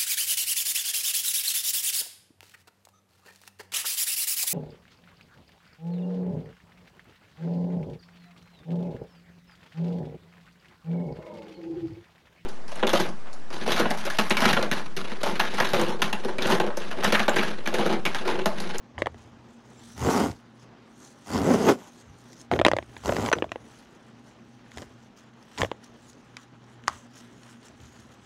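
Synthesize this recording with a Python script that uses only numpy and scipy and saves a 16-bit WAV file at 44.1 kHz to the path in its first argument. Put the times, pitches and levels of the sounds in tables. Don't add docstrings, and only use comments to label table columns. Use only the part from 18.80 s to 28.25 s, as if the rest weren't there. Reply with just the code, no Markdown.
import sys
import numpy as np
from scipy import signal
from scipy.io import wavfile
from scipy.ndimage import uniform_filter1d

SR = 44100
rng = np.random.default_rng(int(sys.argv[2]) if len(sys.argv) > 2 else 0)


def output_pcm(signal):
    pcm = np.clip(np.atleast_2d(signal).T, -1, 1) * 32767
    wavfile.write(sys.argv[1], SR, np.round(pcm).astype(np.int16))


def magnitude_from_level(level_db):
    exponent = np.asarray(level_db, float) / 20
    return 10 ** exponent


N = 416744

# frequency in Hz, level in dB per Hz.
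AIR_SPECTRUM = [(15, -49), (25, 0), (64, -15), (109, -31), (163, -3), (243, -8.5), (286, -4.5),
                (573, -11.5), (790, -13), (879, -12.5), (1860, -19.5), (2300, -22.5), (6370, -31.5),
                (15000, -79)]
# frequency in Hz, width in Hz, level in dB.
HUM_MODES = [(120.7, 3.2, -59.5), (235, 14.7, -57), (806.5, 9.8, -71.5)]
# frequency in Hz, t60 in seconds.
ROOM_T60 = [(200, 0.22), (700, 0.12), (2000, 0.083), (6000, 0.13), (14000, 0.18)]

# frequency in Hz, width in Hz, level in dB.
CRACK_MODES = [(1370, 670, -2.5), (2110, 860, -0.5), (2470, 585, -2), (3330, 600, -7)]
# frequency in Hz, width in Hz, level in dB.
FIZZ_MODES = [(4570, 910, 7.5), (5800, 570, 6.5), (6150, 780, 8.5), (8450, 7800, -11.5)]
# start in seconds, panel ring peak in dB, panel frequency in Hz,
# crack in dB over the ring, fizz in dB over the ring.
KNOCKS = [(0.179, -27, 820, 1.5, -30), (0.219, -10, 630, -7, -25), (0.258, -21.5, 700, -3, -19),
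          (0.268, -12.5, 515, -13.5, -27), (0.343, -34.5, 396, -16, -22), (5.916, -47, 894, 10.5, 0),
          (5.972, -29, 444, -5, -7.5), (5.981, -35, 480, 4.5, -4), (6.018, -31.5, 590, -14, -6),
          (6.776, -29.5, 983, -6, -4), (6.807, -17.5, 650, -12, -16), (6.816, -14.5, 1070, 2.5, -10.5),
          (6.831, -11, 500, -10, -26), (6.846, -17, 634, -14, -27), (6.914, -17, 510, -12.5, -40),
          (7.567, -36, 1060, 9.5, 1.5), (8.074, -32, 1000, .1, -4), (8.037, -53, 900, 11, 0),
          (8.096, -29, 1190, -16, -15)]
# start in seconds, panel ring peak in dB, panel frequency in Hz,
# crack in dB over the ring, fizz in dB over the ring.
FIRST_PULL = [(3.605, -58, 478, -4, 13), (3.612, -55, 354, 0, 17), (3.713, -9.5, 754, -32, -37),
              (3.735, -14, 477, -8, -27), (3.754, -31, 510, -5, -31), (3.761, -17, 549, -16, -34),
              (3.7896, -15, 630, -2.5, -20), (3.796, -11, 380, -10, -27), (3.813, -7, 626, -19, -24),
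              (3.848, -6.5, 406, 4, -16.5), (3.8481, -19, 1300, -7, -25), (3.857, -8, 600, -18, -44),
              (3.863, 1.5, 550, -7.5, -17), (3.877, -37, 510, 13, 0), (3.882, -6.5, 616, -8, -15),
              (3.914, -8.5, 500, -5, -25), (3.914, -19, 724, -11, -13), (3.933, -10, 600, -25, -40),
              (3.965, -14.5, 530, -10, -20), (3.966, -30, 900, -4, -22), (3.985, -12.5, 615, -15, -29),
              (4.025, -32.5, 368, -3, -24), (4.165, -31.5, 520, 1.5, -15)]
# start in seconds, panel ring peak in dB, panel frequency in Hz,
# crack in dB over the ring, fizz in dB over the ring.
SECOND_PULL = [(4.257, -19.5, 600, -15, -8.5), (4.292, -10, 540, -14, -29), (4.322, -13.5, 620, -22, -24),
               (4.365, -17, 633, -8, -11), (4.46, -20.5, 378.6, -2.5, -8), (4.486, -19, 530, -11, -27),
               (4.515, -11.5, 631.6, -18, -22), (4.527, -7.5, 1200, -14, -11.5), (4.531, -9, 470, 0, -16),
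               (4.535, -16.5, 1300, -11, -24), (4.552, -27, 517, -12, -29), (4.584, -21.5, 377, -5.5, -26),
               (4.622, -12, 522, -9, -31), (4.641, -22, 620, -31, -38), (4.691, -42, 378, 1, -15),
               (4.717, -18.5, 650, -4, -16.5), (4.757, -21, 500, -15, -34)]
# start in seconds, panel ring peak in dB, panel frequency in Hz,
# crack in dB over the ring, tearing time in ms.
PEELS = [
    (.184, -28.5, 530, -13, 20),
    (3.720, -16.5, 741, -26, 19),
    (6.023, -35, 497, -11, 6),
    (6.781, -29.5, 1050, 0, 10),
    (7.573, -44.5, 1250, -9, 42),
    (8.086, -29, 1090, -19, 39),
]
# start in seconds, peak in dB.
FIBRE_TICKS = [(1.0534, -47), (1.5122, -33), (3.5294, -39), (3.5683, -48), (3.6244, -51), (6.536, -53),
               (6.6256, -45), (7.33, -43.5), (7.84, -49), (8.632, -39.5), (8.8283, -44), (8.8825, -41),
               (9.0004, -48), (9.0674, -47), (9.196, -45)]
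# start in seconds, level in dB, frequency in Hz, t60 in seconds.
STRIP_PING = (4.529, -23, 6020, .05)
# start in seconds, panel ring peak in dB, panel frequency in Hz,
# crack in dB over the ring, fizz in dB over the ring.
FLAP_POP = (8.0792, -5, 1172, -17, -10.5)
SNAP_MS, FLAP_MS = 1.11, 0.26
PEEL_FIZZ_DB = -3
TICK_HZ, TICK_RING_DB, TICK_CRACK_DB, TICK_FIZZ_DB = 900, -12.5, 5, 8

# peak in seconds, thud in dB, rise in seconds, fall in seconds.
BUMPS = [(.18, -39.5, .045, 0.39), (1.24, -25, 0.057, 0.11), (1.5, -34.5, 0.36, 0.061),
         (2.55, -29.5, 0.048, 0.22), (3.32, -45, .1, 0.067), (3.73, -30.5, 0.033, 0.27),
         (3.95, -35, 0.17, 0.11), (4.26, -34.5, 0.029, 0.44), (4.47, -38.5, 0.44, 0.28),
         (5.97, -42.5, 0.033, 0.18), (6.83, -27, .04, 0.057), (7.31, -62, 0.65, .2),
         (8.1, -44.5, 0.064, 0.12), (9.05, -51, .24, 0.1), (9.24, -55, .1, 0.35)]
# peak in seconds, rustle in dB, rise in seconds, fall in seconds.
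STROKES = [(.744, -70, .3, .03), (1.1, -54, 0.32, 0.18), (1.56, -61, 0.046, 0.1), (1.834, -64, 0.18, .04),
           (2.25, -55.5, 0.18, .22), (2.46, -61, 0.17, .03), (3.214, -58, 0.3, 0.034),
           (3.394, -64, 0.033, 0.04), (3.62, -57.5, 0.49, 0.051), (5.486, -64.5, 0.16, 0.088),
           (5.75, -72.5, 0.49, 0.18), (6.234, -67, 0.084, 0.11), (7.31, -57, 0.21, 0.029),
           (7.45, -70, 0.75, .5)]
# peak in seconds, rustle in dB, rise in seconds, fall in
# seconds.
PICKS = [(.4, -66, .15, 0.24), (3.0, -67, .05, 0.31), (4.0, -66, 0.37, 0.14), (4.24, -57, 0.35, .02),
         (4.6, -68, .1, .3), (4.73, -69, .1, .15), (4.92, -60, 0.21, 0.37), (5.296, -68.5, 0.48, 0.02),
         (5.95, -60, 0.13, 0.3), (6.378, -59, 0.026, 0.098), (6.77, -57, 0.2, 0.026),
         (6.87, -65, .05, 0.17), (7.044, -56.5, 0.034, 0.053), (7.633, -62, 0.11, 0.03),
         (7.941, -67.5, .2, 0.049), (8.144, -54.5, 0.12, 0.16), (8.376, -55.5, 0.08, 0.2),
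         (8.722, -57, 0.29, 0.082), (8.858, -58.5, 0.076, 0.11), (9.048, -61.5, 0.16, 0.22),
         (9.2, -61, .2, .12), (9.32, -60, .05, 0.073), (9.44, -64.5, .12, .3)]
# frequency in Hz, level in dB per Hz.
RUSTLE_SPECTRUM = [(2060, -17), (3500, -2.5), (4810, -2.5), (6360, 4.5), (7370, -0.5), (8630, -4.5),
                   (9870, -7.5), (14900, -21.5), (16000, -13)]
STROKE_MID_DB, PICK_MID_DB = -9.5, -1
GRIP_DB, GRIP_S = -71, 0.24

# time in seconds, pressure on the table in dB, skid in dB, air gap in Hz, slips per second.
SLIDES = [
    [(1.16, -52.5, 11, 249, 65.), (1.234, -28.5, 1, 321, 109), (1.29, -22, -0.5, 370, 200.),
     (1.315, -27, 4.5, 280, 202), (1.41, -24, 1.5, 232, 232), (1.45, -25.5, -1, 225, 150.),
     (1.534, -48.5, .1, 210, 82), (1.58, -81, -3, 243, 73)],
    [(2.45, -58.5, 13, 284, 85.), (2.544, -23, -2.5, 271, 90.), (2.63, -24, -5, 286, 100.),
     (2.74, -18, -3.5, 306, 250), (2.775, -28, -1.5, 355, 195), (2.855, -23, -3, 353, 260.),
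     (2.895, -13.5, .5, 352, 347), (2.962, -43.5, -4.5, 334.5, 200.), (3.1, -65, 16, 314.2, 150.)],
    [(4.23, -49.5, 9, 318, 89), (4.282, -28.5, 0.5, 416, 89), (4.37, -35.5, 0.5, 407, 101),
     (4.385, -29.5, -0.5, 303, 110.), (4.468, -29.5, 1.5, 306, 107), (4.51, -42, 5.5, 403, 90.)],
]
# start in seconds, length in seconds, pressure in dB, skid in dB,
# air gap in Hz.
JERKS = [
    (3.712, 0.052, -21, -10.5, 363),
    (3.752, 0.045, -29, -10, 369),
    (4.633, .04, -39, -12, 400),
    (4.545, 0.069, -32, -8.5, 389),
    (5.96, 0.093, -44, 0.5, 307),
    (6.773, 0.096, -33.5, 3.5, 298),
]
# frequency in Hz, width in Hz, level in dB.
BODY_MODES = [(101, 49, -5.5), (164, 75, -1), (235, 133, -2), (345, 58, 1), (420, 93, -5.5),
              (700, 310, -14.5)]
# frequency in Hz, level in dB per Hz.
EDGE_SPECTRUM = [(440, -35.5), (750, 2), (847, 2.5), (919, 1.5), (1340, -5.5), (1470, -4), (1630, -15.5),
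                 (2020, -9.5), (2280, -18.5), (3800, -23), (4940, -36), (8360, -120)]
# frequency in Hz, level in dB per Hz.
HISS_SPECTRUM = [(1760, -7), (3000, 0), (3400, -3.5), (4290, -6), (5140, -0.5), (5920, -0.5), (7460, -3),
                 (8050, -7), (13200, -15.5), (14900, -18), (16000, -24)]
JERK_PEAK_SHARE, JERK_ENDS_DB, JERK_SLIPS_PER_S = 0.3, -14, 140.0
EDGE_DB, HISS_DB, HISS_DB_PER_SKID_DB = -6, -14, 1
HISS_STEADY = 0.18


def evened(x):
    return x / np.sqrt(np.mean(x ** 2) + 1e-20)


def read(points, hz):
    f, value = np.transpose(points)
    return np.interp(np.log(hz + 1), np.log(f + 1), value)


def add(mix, start_s, sound):
    part = mix[round(start_s * SR):][:len(sound)]
    part += sound[:len(part)]


def resonate(x, hz, width_hz):
    return signal.lfilter(*signal.iirpeak(min(hz, SR / 2.2), hz / width_hz, SR), x)


def modes(x, table, stretch=0.93):
    total = 0
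    for k, (hz, width_hz, db) in enumerate(table):
        total = total + (-1) ** k * magnitude_from_level(db) * resonate(x, hz * stretch, width_hz)
    return total


def noise(spectrum, size, patchy_db, flicker_db):
    frames = N // (size // 4) + 5
    hz = np.fft.rfftfreq(size, 1 / SR)
    a, b, patches = rng.standard_normal((frames, len(hz), 3)).T
    patches = uniform_filter1d(patches, size // 64, 0)
    patches = evened(uniform_filter1d(patches, 12000 // size, 1))
    flicker = evened(uniform_filter1d(rng.standard_normal(frames), 3))
    level_db = read(spectrum, hz)[:, None] + patchy_db * patches + flicker_db * flicker
    z = (a + 1j * b) * magnitude_from_level(level_db)
    return evened(signal.istft(z, nperseg=size, noverlap=3 * size // 4)[1][:N])


def air():
    hum = sum(magnitude_from_level(db) * evened(resonate(rng.standard_normal(N), hz, width_hz)) for hz, width_hz, db in HUM_MODES)
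    return magnitude_from_level(-56) * noise(AIR_SPECTRUM, 1024, patchy_db=1.5, flicker_db=1.56) + hum


def snap(ring_db, hz, crack_db, fizz_db, tear_ms, chance):
    t = np.arange(len(chance)) / SR
    decay = np.exp(-t * 1000 / max(tear_ms, 0.2)) + 0.16 * np.exp(-t * 220)
    breaks = np.clip(chance, -2.2, 2.2) ** 3 * decay
    breaks[0] = 13.7
    jolt = signal.lfilter([1], [1, -0.8], breaks)
    ring = resonate(jolt, hz, 0.21 * hz * max(hz / 620, 1) ** 0.35)
    ring = ring + (300 / hz) ** 2 * resonate(jolt, 354, 110)
    ring = ring + (400 / hz) ** 3 * resonate(jolt, hz * 1.62, 0.53 * hz)
    ring = resonate(resonate(ring, 720, 6900), 800, 9600)
    place = np.exp(0.097 * chance[-1])
    fizz = resonate(resonate(modes(breaks, FIZZ_MODES, place), 6200, 6700), 5900, 11000)
    crack = resonate(resonate(modes(breaks, CRACK_MODES, place), 2060, 3000), 2260, 6500)
    parts = ((ring, 0), (crack, crack_db), (fizz, fizz_db + 2.5))
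    return sum(magnitude_from_level(ring_db + db) * part / abs(part).max() for part, db in parts)


def ping():
    _, db, hz, t60_s = STRIP_PING
    t = np.arange(4000) / SR
    attack = np.minimum(t / 0.0011, 1)
    return magnitude_from_level(db - 60 * t / t60_s) * np.sin(2 * np.pi * hz * t) * attack


def strip():
    tears = [(*row, SNAP_MS) for row in KNOCKS + FIRST_PULL + SECOND_PULL]
    for s, db, hz, crack_db, tear_ms in PEELS:
        tears.append((s, db, hz, crack_db, crack_db + PEEL_FIZZ_DB, tear_ms))
    for s, db in FIBRE_TICKS:
        tears.append((s, db + TICK_RING_DB, TICK_HZ, TICK_CRACK_DB, TICK_FIZZ_DB, SNAP_MS))
    tears.append((*FLAP_POP, FLAP_MS))
    out = np.zeros(N)
    chances = rng.standard_normal((len(tears), 6000))
    for (s, *settings), chance in zip(tears, chances):
        add(out, s + 0.0014, snap(*settings, chance))
    add(out, STRIP_PING[0], ping())
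    return out


def swells(rows):
    t = np.arange(0, N / SR + 0.002, 0.001)[:, None]
    peak_s, db, rise_s, fall_s = np.transpose(rows)
    gain = magnitude_from_level(db - 20 * np.maximum((peak_s - t) / abs(rise_s), (t - peak_s) / abs(fall_s)))
    return np.interp(np.arange(N) / SR, t[:, 0], np.sqrt((gain ** 2).sum(1)))


def hands():
    strokes, picks = swells(STROKES), swells(PICKS)
    grip = magnitude_from_level(GRIP_DB) * (np.arange(N) > GRIP_S * SR)
    grains = magnitude_from_level(2.8 * np.minimum(rng.exponential(1, N), 4))
    grains = grains * (rng.random(N) < 1500 / SR) * rng.choice([-1, 1], N)
    mid_gain = magnitude_from_level(STROKE_MID_DB) * strokes + magnitude_from_level(PICK_MID_DB) * picks + grip
    mid = mid_gain * evened(modes(grains, CRACK_MODES))
    rustle = noise(RUSTLE_SPECTRUM, 256, patchy_db=3.5, flicker_db=3.0)
    rustle = rustle + 0.42 * evened(modes(grains, FIZZ_MODES))
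    thud = resonate(rng.standard_normal(N), 94.0, 71)
    thud = evened(resonate(resonate(thud, 76, 130), 76, 130))
    return np.hypot(strokes, picks) * rustle + mid + swells(BUMPS) * magnitude_from_level(-1.5) * thud


def glide(x, hz, width_hz):
    turn = np.exp(2j * np.pi * np.cumsum(hz) / SR)
    r = np.exp(-np.pi * width_hz / SR)
    return 2 * (turn * signal.lfilter([1 - r], [1, -r], x / turn)).real


def colour(x, spectrum):
    gain = np.log(magnitude_from_level(read(spectrum, abs(np.fft.fftfreq(4096, 1 / SR)))))
    taps = np.fft.ifft(np.exp(np.conj(signal.hilbert(gain)))).real[:2048]
    return signal.oaconvolve(x, taps)[:len(x)]


def jerk_slides():
    shape = ((0, JERK_ENDS_DB), (JERK_PEAK_SHARE, 0), (1, JERK_ENDS_DB))
    return [[(s + share * length_s, db + drop_db, skid_db, hz, JERK_SLIPS_PER_S) for share, drop_db in shape]
            for s, length_s, db, skid_db, hz in JERKS]


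def slides():
    out = np.zeros(N)
    hiss = noise(HISS_SPECTRUM, 256, patchy_db=2.5, flicker_db=1.8)
    wobble, size, grit = rng.standard_normal((3, N))
    wobble = np.exp(0.3 * evened(uniform_filter1d(wobble, 150)))
    for rows in SLIDES + jerk_slides():
        s, *columns = np.transpose(rows)
        at = slice(round(s[0] * SR), round(s[-1] * SR))
        t = np.arange(at.start, at.stop) / SR
        body_db, skid_db, hollow_hz, slips_per_s = (np.interp(t, s, c) for c in columns)
        turns = np.cumsum(slips_per_s * wobble[at]) / SR
        slips = evened(np.diff(np.floor(turns), prepend=0) * magnitude_from_level(3.4 * size[at]))
        gate = 0.62 + np.exp(-(turns % 1) / 0.35)
        push = slips + 0.39 * grit[at]
        body = evened(modes(push, BODY_MODES)) + 0.47 * evened(glide(push, hollow_hz, 123))
        body = evened(resonate(resonate(body, 313, 1550), 290, 1300))
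        edge = evened(colour(0.72 * slips + gate * grit[at], EDGE_SPECTRUM))
        hiss_db = HISS_DB + HISS_DB_PER_SKID_DB * skid_db - HISS_STEADY * (body_db + 25)
        paper = evened(hiss[at] * gate ** (130 / slips_per_s))
        sound = body + magnitude_from_level(EDGE_DB + skid_db) * edge + magnitude_from_level(hiss_db) * paper
        out[at] += magnitude_from_level(body_db) * sound * signal.windows.tukey(len(t), 0.06)
    return out


def room(x):
    taps = np.zeros(SR // 2)
    at = np.arange(200, len(taps) - 20, 20)
    taps[at + rng.integers(0, 20, len(at))] = rng.choice([-1.0, 1.0], len(at))
    hz, t, z = signal.stft(taps, SR, nperseg=256)
    decay = magnitude_from_level(-60 * t / read(ROOM_T60, hz)[:, None])
    tail = signal.istft(z * decay, SR, nperseg=256)[1]
    return signal.fftconvolve(x, tail / np.linalg.norm(tail))[:N]


def scene():
    snaps, rubs = strip(), slides()
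    tails = magnitude_from_level(-21) * room(snaps) + magnitude_from_level(-16) * room(rubs)
    return (snaps + rubs + tails + hands() + air())[None]


def roll_off(x):
    return signal.sosfilt(signal.butter(12, 16510, fs=SR, output="sos"), x)


def record(dry):
    dry = signal.lfilter(*signal.butter(2, 42, "high", fs=SR), dry)
    dry = 0.9 * np.tanh(dry / 0.9)
    taps = signal.firwin(301, 15800, window=("kaiser", 5), fs=SR)
    return roll_off(signal.oaconvolve(dry, taps[None], "same"))


dry = scene()
out = record(dry)
output_pcm(out)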